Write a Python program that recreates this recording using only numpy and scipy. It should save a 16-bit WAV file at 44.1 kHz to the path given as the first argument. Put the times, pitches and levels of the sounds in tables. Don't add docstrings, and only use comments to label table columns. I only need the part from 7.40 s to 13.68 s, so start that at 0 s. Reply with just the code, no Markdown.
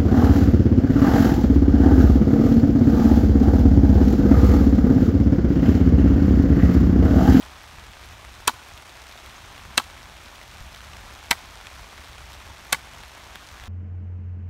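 import sys
import numpy as np
from scipy import signal
from scipy.fft import rfft, irfft
from scipy.io import wavfile
from scipy.ndimage import uniform_filter1d

SR = 44100
rng = np.random.default_rng(int(sys.argv[2]) if len(sys.argv) > 2 else 0)


def field_ratio(decibels):
    return 10 ** (np.asarray(decibels, dtype=float) / 20)


def waveform_to_disk(signal):
    frames = np.transpose(np.atleast_2d(signal))
    scaled = np.clip(frames, -1, 1) * 32767
    samples = np.round(scaled).astype(np.int16)
    wavfile.write(sys.argv[1], SR, samples)


N = 276948

# middle in seconds, peak level in dB, length in seconds.
WIND_PUFFS = [(0.045, -49, 0.25), (0.384, -46.5, 0.18), (.5, -46, 0.04), (0.69, -46, .16),
              (0.89, -45.5, .1), (1.014, -48.5, .12), (1.154, -50, .06), (1.346, -47, 0.074),
              (1.65, -52.5, 0.19), (1.885, -46.5, 0.074), (2.057, -48.5, 0.11), (2.267, -46, 0.14),
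              (2.6, -49.5, 0.65), (3.137, -50, 0.16), (3.26, -44.5, 0.096), (3.566, -46, 0.42),
              (3.915, -48, 0.05), (4.1, -49.5, 0.33), (4.395, -44.5, 0.11), (4.59, -46, 0.058),
              (4.704, -46.5, 0.066), (4.83, -45, 0.12), (4.964, -46.5, 0.14), (5.1, -44.5, 0.068),
              (5.384, -50, .3), (5.62, -49, 0.16), (5.914, -50.5, .2), (6.132, -46, 0.053),
              (6.232, -43, 0.051)]
# frequency in Hz, level in dB per Hz.
RUMBLE_SPECTRUM = [(12, -40), (20, -12.5), (43, 2), (64, 7), (216, -15), (300, -26), (390, -26),
                   (660, -120)]
# time in seconds, level in dB, frequency in Hz, decay in seconds.
EDDY = (3.2105, -31, 50, .017)
# time in seconds, patter level in dB.
SHOWER = [(0.0, -45), (0.2, -46.5), (2.3, -45.2), (2.9, -46), (3.9, -45), (6.28, -46)]
# frequency in Hz, level in dB per Hz.
SHEET_SPECTRUM = [(120, -28.5), (200, -4.5), (283, -6.5), (365, -5.5), (489, -7.5), (631, -2.5),
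                  (2390, 0.27), (2920, -3), (3440, -2), (4860, -9), (5720, -9), (9030, -15), (10400, -15.5),
                  (11700, -17.5), (15600, -24.5)]
# time in seconds, peak level in dB, sheet pitch in Hz.
HEAVY_DROPS = [(0.385, -37, 2460), (0.534, -34.5, 2340), (0.629, -33, 1910), (0.724, -43, 2000),
               (0.849, -31, 2300), (1.3764, -47, 1760), (1.95, -41, 1990), (2.4999, -33.5, 1710),
               (2.545, -43, 1760), (2.9815, -38.5, 1390), (3.014, -34, 2310), (3.3465, -39, 1540),
               (3.406, -35, 1640), (3.5339, -33, 1230), (3.5677, -35.5, 1690), (4.0767, -45, 2450),
               (4.212, -34.5, 1590), (4.2695, -30, 2440), (4.302, -39, 2760), (4.5787, -33.5, 2290),
               (4.782, -36.5, 2530), (5.6355, -32.5, 1270), (5.7496, -37, 2260), (5.957, -31, 2540),
               (6.1986, -31.5, 2180), (6.2373, -35.5, 1920), (6.2568, -37, 1620)]
# time in seconds, peak level in dB, pitch in Hz.
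FOLD_TICKS = [(0.0273, -31, 3810), (1.3767, -33, 3500), (1.725, -33, 3780), (1.7759, -33.5, 4030),
              (1.861, -33, 3830), (2.1794, -31.5, 4140), (2.9532, -38, 3580), (3.029, -36, 4180),
              (3.0779, -41, 3770), (3.226, -40, 3890), (3.3475, -32, 6060), (4.2692, -35, 3740),
              (4.3524, -52, 3510), (4.7818, -37, 4120), (5.0514, -40, 4390), (5.066, -40, 5400),
              (5.535, -35, 4280), (5.9554, -30, 3950), (6.238, -33.5, 3820)]
# time in seconds, length in seconds, first and last pitch in Hz, level in dB.
PUDDLE_BUBBLES = [
    (1.961, 0.017, 5950, 7140, -48),
    (5.295, 0.026, 6100, 7900, -50),
]
# delay in seconds, level in dB.
HEDGE_ECHOES = [
    (.031, -53),
    (.052, -32),
    (.118, -36),
]
# trigger in seconds, then slam, rebound spacing and fall-back in seconds after it.
STAPLE_SHOTS = [
    (1.0732, .0049, .0033, .0200),
    (2.3733, .0050, .0031, .0244),
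    (3.9067, .0048, .0032, .0215),
    (5.3237, .0044, .0022, .0207),
]
# board, casing and steel levels in dB, casing brightness in dB per octave,
# fall-back level in dB.
STAPLE_SEATING = [
    (-2, -2.5, 0.5, 2, 0.5),
    (-1.6, 1, -1, -7, -4),
    (-1, 0.1, 0.1, 0, -2),
    (-3.5, -7, 0, -5, 1.5),
]
# frequency in Hz, level in dB.
BOARD_MODES = [
    [(240, -13), (320, -13.5), (570, -20), (700, -3.5), (870, 6.5), (1000, 5), (1140, 1), (1300, 2),
     (1480, 3), (1650, 0.5), (1950, -8), (2250, -7)],
    [(170, -16), (240, -15), (340, -12.5), (500, -11), (720, -9.5), (850, 4.5), (990, 1), (1130, 4),
     (1310, 5), (1620, 4), (1950, -5), (2250, -1.5)],
    [(160, -16), (260, -22), (370, -23), (650, -6.5), (770, -1), (950, 4), (1150, -5), (1300, 2), (1550, 3),
     (1750, -2), (1960, 8), (2240, 6.5)],
    [(160, -17), (250, -29), (500, -18), (650, -23), (880, -6), (1130, -3.5), (1300, -13), (1490, 1),
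     (1680, -2), (1900, -15), (2050, -1), (2250, -4)],
]
# frequency in Hz, level in dB, 60 dB decay in seconds.
CASING_MODES = [(2641, -1.5, 0.018), (3060, -7.5, 0.037), (3142, 3.5, 0.011), (3620, -13.5, 0.027),
                (3950, 0, 0.011), (3970, 14.5, 0.0047), (4620, -0.5, 0.012), (5560, -5, 0.005),
                (6200, -9.5, 0.004)]
# frequency in Hz, level in dB, 60 dB decay in seconds.
STEEL_MODES = [(6900, -6.5, 0.006), (7640, 0, 0.0022), (8800, -6, 0.0052), (9720, 4.5, 0.00093),
               (12160, -15.5, 0.009), (12000, -54.5, 0.0024), (14300, -23, 0.005)]
# board, casing and steel levels in dB.
SLAM_BLOWS = [
    (-6, -12, -6),
    (-6.5, -0.5, -1),
    (-9.5, -5, -12.5),
    (-9, -10, -20),
]
# delay in seconds, board, casing and steel levels in dB.
STOP_BLOWS = [
    (0, -12, -16, -40),
    (.0028, -23, -46, -21),
    (.0058, -31, -41, -34),
]
# frequency in Hz, level in dB per Hz.
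RUSTLE_SPECTRUM = [(300, -42), (1200, 3), (3500, 15), (8000, 7.5), (15000, 1)]

LULL_DB = -55
DROP_CUT_HZ = 11000
BOARD_T60_S = 0.032
GRIP_SPREAD_DB = -2
TIP_LEAD_S = 0.0009
RATTLE_DB, SCRAPE_CUT_HZ = -22, 8500
CHATTER_DB, CHATTER_S = 3, 0.0036
SETTLE_DB, SETTLE_S = -21.5, 0.0057
CRACK_DB, CRACK_S = -2.5, 0.00006
RUSTLE_DB = -42
LINGER_DB, LINGER_S = -14, 0.047
PORT_HZ, TOP_HZ = 10400, 15750
SHOT_N = 6000


def noted(rows):
    s, db = np.transpose(rows)
    return field_ratio(np.interp(np.arange(N) / SR, s, db))


def rms_one(x):
    return x / np.sqrt(np.mean(x ** 2) + 1e-20)


def coloured(x, spectrum, size=2048):
    hz, db = np.transpose(spectrum)
    bins_hz = np.arange(size // 2 + 1) * SR / size
    log_gain = np.log(field_ratio(np.interp(np.log(bins_hz + 1), np.log(hz), db)))
    cepstrum = irfft(log_gain)
    cepstrum[1:size // 2] *= 2
    cepstrum[size // 2 + 1:] = 0
    response = irfft(np.exp(rfft(cepstrum)))
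    return signal.oaconvolve(x, response)[:len(x)]


def ring(force, modes, strengths=None):
    out = np.zeros(len(force))
    for k, (hz, db, t60) in enumerate(modes):
        r = field_ratio(-60 / (t60 * SR))
        w = 2 * np.pi * hz / SR
        sign = (-1) ** k if strengths is None else strengths[k]
        resonator = [0, np.sin(w)], [1, -2 * r * np.cos(w), r * r]
        out += field_ratio(db) * sign * signal.lfilter(*resonator, force)
    return out


def puffs():
    s, db, length = np.transpose(WIND_PUFFS)[:, :, None]
    t = np.arange(0, N + 64, 64) / SR
    bells = np.exp(-(2 * (t - s) / length) ** 2)
    power = field_ratio(LULL_DB) ** 2 + np.sum(field_ratio(db) ** 2 * bells, axis=0)
    return np.interp(np.arange(N) / SR, t, np.sqrt(power))


def breeze():
    noise = rng.standard_normal(N + SR)
    air = rms_one(coloured(noise, RUMBLE_SPECTRUM, size=16384)[SR:])
    flutter = np.sqrt(uniform_filter1d(air ** 2, size=3000) + 0.21)
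    return puffs() * rms_one(air / flutter)


def buffet():
    s, db, hz, decay_s = EDDY
    t = np.maximum(np.arange(N) / SR - s, 0)
    return -field_ratio(db) * np.sin(2 * np.pi * hz * t) * np.exp(-t / decay_s)


def splat(pitch_hz, last_s, hollow):
    t = np.arange(400) / SR
    crackle = rng.standard_normal(400) * np.exp(-t / last_s)
    burst = crackle + hollow * ring(crackle, [(pitch_hz, 0, 5.0 / pitch_hz)])
    return burst / np.sqrt(np.sum(burst ** 2))


def scatter(per_s, spread_db, pitches_hz, last_s, hollow):
    spots = np.array([splat(hz, last_s, hollow)[:160] for hz in pitches_hz])
    size_draw, time_draw, spot_draw = rng.random((round(per_s * N / SR), 3)).T
    sizes = field_ratio(spread_db * np.minimum(-np.log(size_draw + 1e-12), 4.0))
    at = (time_draw * N).astype(int)[:, None] + np.arange(160)
    sounds = sizes[:, None] * spots[(spot_draw * len(spots)).astype(int)]
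    return rms_one(np.bincount(at.ravel(), sounds.ravel(), minlength=N)[:N])


def patter(far_db, tick_db):
    near = scatter(1500.0, 2.15, np.geomspace(900, 7000, 24), last_s=0.00035, hollow=0.14)
    taut = scatter(400.0, 7.0, np.geomspace(4500, 12000, 8), last_s=0.00014, hollow=0.12)
    taut = signal.sosfilt(signal.butter(2, 4200, "high", fs=SR, output="sos"), taut)
    mix = near + field_ratio(tick_db) * taut + field_ratio(far_db) * rng.standard_normal(N)
    return noted(SHOWER) * rms_one(coloured(mix, SHEET_SPECTRUM))


def bubble(length, from_hz, to_hz):
    part = np.linspace(0, 1, round(length * SR))
    phase = 2 * np.pi * np.cumsum(from_hz + (to_hz - from_hz) * part ** 0.82) / SR
    return np.sin(np.pi * part ** 0.51) * np.sin(phase)


def big_drops():
    out = np.zeros(N + 1500)

    def place(s, sound):
        at = round(s * SR)
        out[at:at + len(sound)] += sound

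    soften = signal.butter(1, DROP_CUT_HZ, fs=SR, output="sos")
    for s, db, hz in HEAVY_DROPS:
        hit = signal.sosfilt(soften, coloured(splat(hz, 0.0014, 0.06), SHEET_SPECTRUM))
        place(s, field_ratio(db + 4.0) * hit / np.abs(hit).max())
    for s, db, hz in FOLD_TICKS:
        hit = np.diff(coloured(splat(hz, 0.0014, 0.51), SHEET_SPECTRUM), prepend=0)
        place(s, field_ratio(db + 1.0) * hit / np.abs(hit).max())
    for s, length, from_hz, to_hz, db in PUDDLE_BUBBLES:
        place(s, field_ratio(db) * bubble(length, from_hz, to_hz))
    return out[:N]


def echoes(x):
    smear = rng.standard_normal(900) * np.hanning(900) / 18
    dull = signal.oaconvolve(signal.lfilter([0.45], [1, -0.55], x), smear)[:N]
    return sum(field_ratio(db) * np.roll(dull, round(s * SR)) for s, db in HEDGE_ECHOES)


def gripped(modes, db_per_octave):
    chance = GRIP_SPREAD_DB * rng.standard_normal(len(modes))
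    held = []
    for (hz, db, t60), held_db in zip(modes, chance):
        held.append((hz, db + held_db + db_per_octave * np.log2(hz / 4000), t60))
    return held


def contacts(slam, spacing, back, back_db):
    delays = (slam - TIP_LEAD_S, slam, slam + spacing, slam + 2 * spacing)
    driven = [(s, *dbs) for s, dbs in zip(delays, SLAM_BLOWS)]
    fallen = [(back + s, *np.add(dbs, back_db)) for s, *dbs in STOP_BLOWS]
    return driven + fallen


def struck(since, modes, contact_s):
    force = 0.34 * rng.standard_normal(len(since)) * np.exp(-np.arange(len(since)) / SR / contact_s)
    force[0] = 1
    sound = ring(force + 1e-18, modes, rng.choice([-1, 1], len(modes)))
    wait = np.searchsorted(since, 0)
    return np.pad(sound, (wait, 0))[:len(since)] / np.abs(sound).max()


def slide_rattle(t, slam, back, board, casing):
    chatter = field_ratio(CHATTER_DB) * np.exp((slam - t) / CHATTER_S)
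    scrape = rng.standard_normal(SHOT_N) * np.where(t < slam, 1, chatter)
    speed = 0.46 + 0.78 * np.minimum(t / slam, 1)
    scrape *= np.minimum(t / 0.00028, 1) * speed
    settling = (t > back) * (t < back + SETTLE_S)
    scrape += field_ratio(SETTLE_DB) * rng.standard_normal(SHOT_N) * settling
    scrape = signal.sosfilt(signal.butter(2, SCRAPE_CUT_HZ, fs=SR, output="sos"), scrape)
    rattle = scrape * 1.9 + 0.13 * ring(scrape, STEEL_MODES)
    rattle += 0.064 * ring(scrape, casing) + 0.022 * ring(scrape, board)
    return field_ratio(RATTLE_DB) * rattle / np.sqrt(np.mean(rattle[t < slam] ** 2))


def suction_crack(t, slam):
    edge = ((t - slam) / CRACK_S) ** 2
    return -field_ratio(CRACK_DB) * (1 - edge) * np.exp(-edge / 2)


def sheet_rustle(t, slam):
    unevenness = field_ratio(0.63 * np.repeat(rng.standard_normal(100), 60))
    rustle = rng.standard_normal(SHOT_N) * unevenness
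    after = np.maximum(t - slam, 0)
    fade = np.exp(-after / 0.014) + field_ratio(LINGER_DB) * np.exp(-after / LINGER_S)
    rustle *= fade * (t > slam)
    return field_ratio(RUSTLE_DB) * rms_one(coloured(rustle, RUSTLE_SPECTRUM))


def stapler():
    out = np.zeros(N)
    t = np.arange(SHOT_N) / SR
    for timing, seating, modes in zip(STAPLE_SHOTS, STAPLE_SEATING, BOARD_MODES):
        start, slam, spacing, back = timing
        wood_db, shell_db, metal_db, tilt_db, back_db = seating
        board = [(hz, db, BOARD_T60_S * (1000 / hz) ** 0.48) for hz, db in modes]
        casing = gripped(CASING_MODES, tilt_db)
        steel = gripped(STEEL_MODES, 0)
        shot = slide_rattle(t, slam, back, board, casing)
        for s, board_db, casing_db, steel_db in contacts(slam, spacing, back, back_db):
            since = t - s
            shot += field_ratio(board_db + wood_db - 2) * struck(since, board, contact_s=0.00068)
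            shot += field_ratio(casing_db + shell_db - 4.0) * struck(since, casing, contact_s=0.00058)
            shot += field_ratio(steel_db + metal_db - 4.0) * struck(since, steel, contact_s=0.00016)
        shot += field_ratio(metal_db) * suction_crack(t, slam)
        shot += sheet_rustle(t, slam)
        at = round(start * SR)
        out[at:at + SHOT_N] += shot
    return out


def scene():
    gun = stapler()
    rain = field_ratio(0.2) * patter(far_db=-1.5, tick_db=-5.5) + big_drops()
    return (gun + echoes(gun) + rain + breeze() + buffet())[None]


def roll_off(x):
    return signal.sosfilt(signal.butter(12, 16640, fs=SR, output="sos"), x)


def record(dry):
    port = dry - 0.61 * signal.lfilter(*signal.iirpeak(PORT_HZ, 18.0, fs=SR), dry)
    steep = signal.ellip(12, 0.3, 60, TOP_HZ, fs=SR, output="sos")
    cut = signal.sosfilt(steep, np.clip(port, -1, 1))
    return roll_off(cut)


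dry = scene()
out = record(dry)
waveform_to_disk(out)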